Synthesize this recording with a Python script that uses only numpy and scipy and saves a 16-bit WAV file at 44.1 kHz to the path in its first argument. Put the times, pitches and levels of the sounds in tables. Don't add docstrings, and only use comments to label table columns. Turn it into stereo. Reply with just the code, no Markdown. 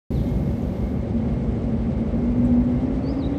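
import sys
import numpy as np
from scipy import signal
from scipy.fft import rfft, irfft
from scipy.io import wavfile

SR = 44100
rng = np.random.default_rng(int(sys.argv[2]) if len(sys.argv) > 2 else 0)


def pcm_store(signal):
    levels = np.round(np.clip(np.atleast_2d(signal), -1, 1) * 32767)
    wavfile.write(sys.argv[1], SR, levels.astype(np.int16).T)


N = 149058
TIME = np.arange(N) / SR
RISE_DB = 0.95 * (TIME - 2)


def from_db(db):
    return 10 ** (np.asarray(db) / 20)


def unit_rms(x):
    return x / np.sqrt(np.mean(x ** 2) + 1e-20)


def in_time(rows):
    times_s, *columns = np.transpose(rows)
    return [np.interp(TIME, times_s, c) for c in columns]


def at_hz(rows, hz):
    points_hz, *columns = np.transpose(rows)
    return np.array([np.interp(np.log(hz), np.log(points_hz), c) for c in columns])


def pan(db):
    return from_db([[db / 2], [-db / 2]])


def drift(rate_hz):
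    hop, settle = 40, 2000
    pole = np.exp(-2 * np.pi * hop * rate_hz / SR)
    white = rng.standard_normal(N // hop + settle + 2)
    slow = signal.lfilter([1], [1, -2 * pole, pole * pole], white)[settle:]
    return np.interp(np.arange(N) / hop, np.arange(len(slow)), unit_rms(slow))


def tone(hz, rms_db):
    return np.sqrt(2) * from_db(rms_db) * np.sin(2 * np.pi * (np.cumsum(hz) / SR + rng.random()))


def resonate(x, hz, width_hz):
    r = np.exp(-np.pi * width_hz / SR)
    b = np.array([1, 0, -1]) * (1 - r * r) / 2
    a = [1, -2 * r * np.cos(2 * np.pi * hz / SR), r * r]
    return signal.lfilter(b, a, signal.lfilter(b, a, x))


def narrow_noise(hz, width_hz):
    phase = 2 * np.pi * np.cumsum(hz * np.ones(N)) / SR
    return unit_rms(drift(width_hz) * np.cos(phase) + drift(width_hz) * np.sin(phase))


def left_lag_s(hz):
    max_lag_s, corner_hz = 0.00027, 520
    return max_lag_s * hz / np.hypot(hz, corner_hz)


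def lagged(x, hz):
    return np.array([np.interp(TIME - left_lag_s(hz), TIME, x), x])


def stereo_noise(spectrum):
    # (frequency [Hz], coherence [0-1])
    likeness = [(45, 0.3), (90, 0.7), (160, 0.91), (450, 0.77), (800, 0.6), (1100, 0.8), (1600, 0.6),
                (2400, 0.05)]
    hz = np.maximum(np.arange(N // 2 + 1) * SR / N, 1)
    mid, side = rfft(rng.standard_normal((2, N)))
    coherence = np.clip(at_hz(likeness, hz), 0, 1)
    both = np.sqrt(1 + coherence) * mid + np.sqrt(1 - coherence) * side * [[1], [-1]]
    both[0] *= np.exp(-2j * np.pi * hz * left_lag_s(hz))
    low_hz, high_hz = .88 * spectrum[0][0], 1.12 * spectrum[-1][0]
    band = 1 / np.sqrt((1 + (low_hz / hz) ** 16) * (1 + (hz / high_hz) ** 16))
    return irfft(both * band * from_db(at_hz(spectrum, hz)), N) * np.sqrt(SR) / 2


def wall_echo(x):
    t60_s, delay_s = 0.53, 0.013
    envelope = from_db(-60 * TIME[:SR] / t60_s) * (TIME[:SR] > delay_s)
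    tail = rng.standard_normal((2, SR)) * envelope
    return signal.fftconvolve(x[None], unit_rms(tail) / np.sqrt(SR))[:, :N]


def far_birds():
    # (time [s], half length [s], pitch [Hz], level before panning [dB])
    twitters = [(.205, 0.018, 4040, -63), (0.285, .045, 3120, -64), (3.35, 0.057, 3660, -62.5)]
    song = 0
    for at_s, half_s, hz, db in twitters:
        envelope = np.exp(-((TIME - at_s) / half_s) ** 2)
        song += envelope * tone(hz * (1 + 0.05 * drift(50)), db)
    return pan(db=-10) * (song + wall_echo(song))


def bird_whistles():
    # (time [s], pitch [Hz], relative level [dB])
    whistles = [
        [(.135, 4560, -55), (.175, 3650, -47.5), (.225, 2880, -56)],
        [(.243, 4370, -58), (.283, 3480, -61)],
        [(3.03, 4440, -58), (3.072, 4506, -43), (3.103, 4980, -43), (3.125, 5160, -50.5)],
        [(3.187, 5180, -54.5), (3.23, 3860, -45.5), (3.244, 3710, -38), (3.253, 3910, -42.5),
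         (3.274, 3840, -46)],
    ]
    echoes_db = [-2, 4, -9, -11.5]
    gain_db, flutter_db, edge_s = -10, 3, .004
    song, echo_send = 0, 0
    for contour, echo_db in zip(whistles, echoes_db):
        hz, db = in_time(contour)
        inside_s = np.minimum(TIME - contour[0][0], contour[-1][0] - TIME)
        gate = np.clip(inside_s / edge_s + .5, 0, 1)
        note = gate * tone(hz * (1 + 0.0045 * drift(130)), db + gain_db + flutter_db * drift(110))
        song += note
        echo_send += from_db(echo_db) * note
    return pan(db=-16.5) * (song + wall_echo(echo_send))


def hiss():
    # (frequency [Hz], left [dB/Hz], right [dB/Hz])
    spectrum = [(3920, -92.5, -93), (6560, -102, -94.5), (8500, -99, -108), (12200, -105, -91),
                (15500, -115, -103)]
    # (time [s], gain [dB])
    fade = [(.1, 0.5), (.93, -7.5), (1.15, -24), (1.5, -38)]
    return stereo_noise(spectrum) * from_db(in_time(fade)[0])


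def wash():
    # (frequency [Hz], left [dB/Hz], right [dB/Hz])
    spectrum = [(3150, -88.5, -86.5), (4820, -93.5, -94), (5800, -104, -94), (6880, -103, -99),
                (8570, -95.5, -116), (9550, -113, -119), (15500, -122, -118)]
    gain_db, flicker_db = -2, 1.1
    return stereo_noise(spectrum) * from_db(gain_db + flicker_db * drift(25))


def droplets():
    drops_per_s, level_db, spread_db, q = 98, -75.5, 1.8, 11
    sizes = from_db(spread_db * np.minimum(rng.exponential(1, N), 4)) * rng.choice([-1, 1], N)
    clicks = sizes * (rng.random(N) < drops_per_s / SR)
    pitch_index = rng.integers(0, 20, N)
    drops = 0
    for k, hz in enumerate(np.geomspace(3800, 7200, 20)):
        drops += resonate(clicks * (pitch_index == k) + 1e-18, hz, hz / q)
    return from_db(level_db) * unit_rms(drops) * pan(db=-5.5)


def splashes():
    # (time [s], level before filtering [dB], decay [s], left-right [dB], centre [Hz], width/centre [1])
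    bursts = [(.288, -43, .005, -9, 6540, .1), (.464, -48, .006, -5, 5550, .1),
              (.622, -47, .008, -11, 6500, 0.22), (1.334, -55, .006, -4, 12500, .6),
              (2.45, -44, .012, 9.5, 7820, 0.12), (2.458, -55.5, .025, 8, 7430, .7),
              (2.336, -64, .005, 0, 13300, .3)]
    out = 0
    for at_s, db, decay_s, pan_db, hz, width_ratio in bursts:
        rise_s = .35 * decay_s
        envelope = np.exp(-np.maximum((at_s - TIME) / rise_s, (TIME - at_s) / decay_s))
        burst = envelope * rng.standard_normal((2, N))
        out += from_db(db) * pan(pan_db) * resonate(burst, hz, width_ratio * hz)
    return out


def loose_fitting():
    # (time [s], level before panning [dB])
    spells = [(.1, -62), (.45, -59), (.55, -66), (.86, -58.5), (1.0, -67), (1.25, -61), (2.68, -64),
              (2.88, -57), (3.0, -68)]
    start_hz, sag_hz_per_s = 2160, 18
    ring = narrow_noise(start_hz - sag_hz_per_s * TIME, width_hz=40)
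    return pan(db=-2) * from_db(in_time(spells)[0]) * ring


def deck_resonances():
    # (frequency [Hz], width [Hz], level before the slow rise [dB])
    modes = [(123.9, 6.8, -42), (331.1, 12, -48), (381.8, 20, -47), (511.8, 21, -50.5), (562.3, 16, -47),
             (725.7, 16, -57.5), (1146, 80, -55.5)]
    swell_at_s, swell_half_s, swell_hz, swell_db = 1.745, 0.061, 568, -35.5
    ringing = 0
    for hz, width_hz, db in modes:
        mode = unit_rms(resonate(rng.standard_normal(N), hz, width_hz))
        ringing += lagged(from_db(db) * mode, hz)
    envelope = np.exp(-((TIME - swell_at_s) / swell_half_s) ** 2)
    swell = from_db(swell_db) * envelope * narrow_noise(swell_hz, width_hz=20)
    return ringing * from_db(RISE_DB) + lagged(swell, swell_hz)


def diesel():
    orders = np.array([7, 8, 9, 10, 11, 12, 24])
    orders_db = [-46, -38.5, -34.5, -41.5, -41.5, -36.5, -43.5]
    # (frequency [Hz], left [dB/Hz], right [dB/Hz])
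    spectrum = [(25, -68, -77), (37.5, -67.5, -60.5), (54, -44, -49), (75, -49, -49.5), (99, -47.5, -49.5),
                (135, -44.5, -45), (158, -48.5, -55), (204, -49, -48.5), (243, -49, -47.5),
                (284, -53.5, -54), (420, -59, -60), (569, -60, -60), (703, -71, -67), (781, -65, -66),
                (1002, -76, -73.5), (2190, -81.5, -79.5), (2490, -87, -84.5)]
    # (time [s], gain [dB])
    bass_curve = [(.2, 2.5), (.6, -1), (1.7, -.5), (2.35, 1.5), (2.9, -1.5)]
    cycle_hz, flutter_db, split_hz = 6.175, 0.5, 350
    hum_hz, hum_start_db, hum_fade_db_per_s = 188, -34, 2.5
    speed = 1 + 0.0018 * drift(0.97)
    tones = sum(tone(order * cycle_hz * speed, db + flutter_db * drift(1.0))
                for order, db in zip(orders, orders_db))
    hum = tone(hum_hz * speed, hum_start_db - hum_fade_db_per_s * TIME + flutter_db * drift(2.6))
    rumble = stereo_noise(spectrum)
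    low = signal.sosfiltfilt(signal.butter(2, split_hz, fs=SR, output="sos"), rumble)
    upper = (rumble - low) * from_db(RISE_DB)
    bass_gain = from_db(in_time(bass_curve)[0])
    return bass_gain * (tones + low) + hum + upper


def machinery_drone():
    # (time [s], pitch [Hz])
    climb = [(2.05, 228.4), (2.33, 242.4), (2.78, 245.5), (2.88, 260.5), (3.15, 269.6), (3.33, 283.7)]
    # (time [s], level [dB])
    swell = [(0, -35), (1.0, -39.5), (1.15, -30.5), (2.0, -28), (2.28, -22.5), (2.41, -21.5), (2.58, -15.5),
             (2.68, -21), (2.92, -28.5), (3.38, -28)]
    noise_ceiling_db = -32.5
    hz, db = in_time(climb)[0], in_time(swell)[0]
    roughness = np.minimum(from_db(noise_ceiling_db - db), .7)
    pure = tone(hz * (1 + .005 * drift(12.0)), db)
    noise = from_db(db) * narrow_noise(hz, width_hz=14)
    return np.sqrt(1 - roughness ** 2) * pure + roughness * noise


def scene():
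    boat = diesel() + deck_resonances() + loose_fitting() + machinery_drone()
    water = wash() + droplets() + splashes()
    return boat + water + hiss() + bird_whistles() + far_birds()


def record(dry):
    start_s, ramp_s, cutoff_hz = .1045, .002, 15800
    gate = np.clip((TIME - start_s) / ramp_s, 0, 1)
    return signal.sosfilt(signal.ellip(12, .1, 90, cutoff_hz, fs=SR, output="sos"), dry * gate)


dry = scene()
out = record(dry)
pcm_store(out)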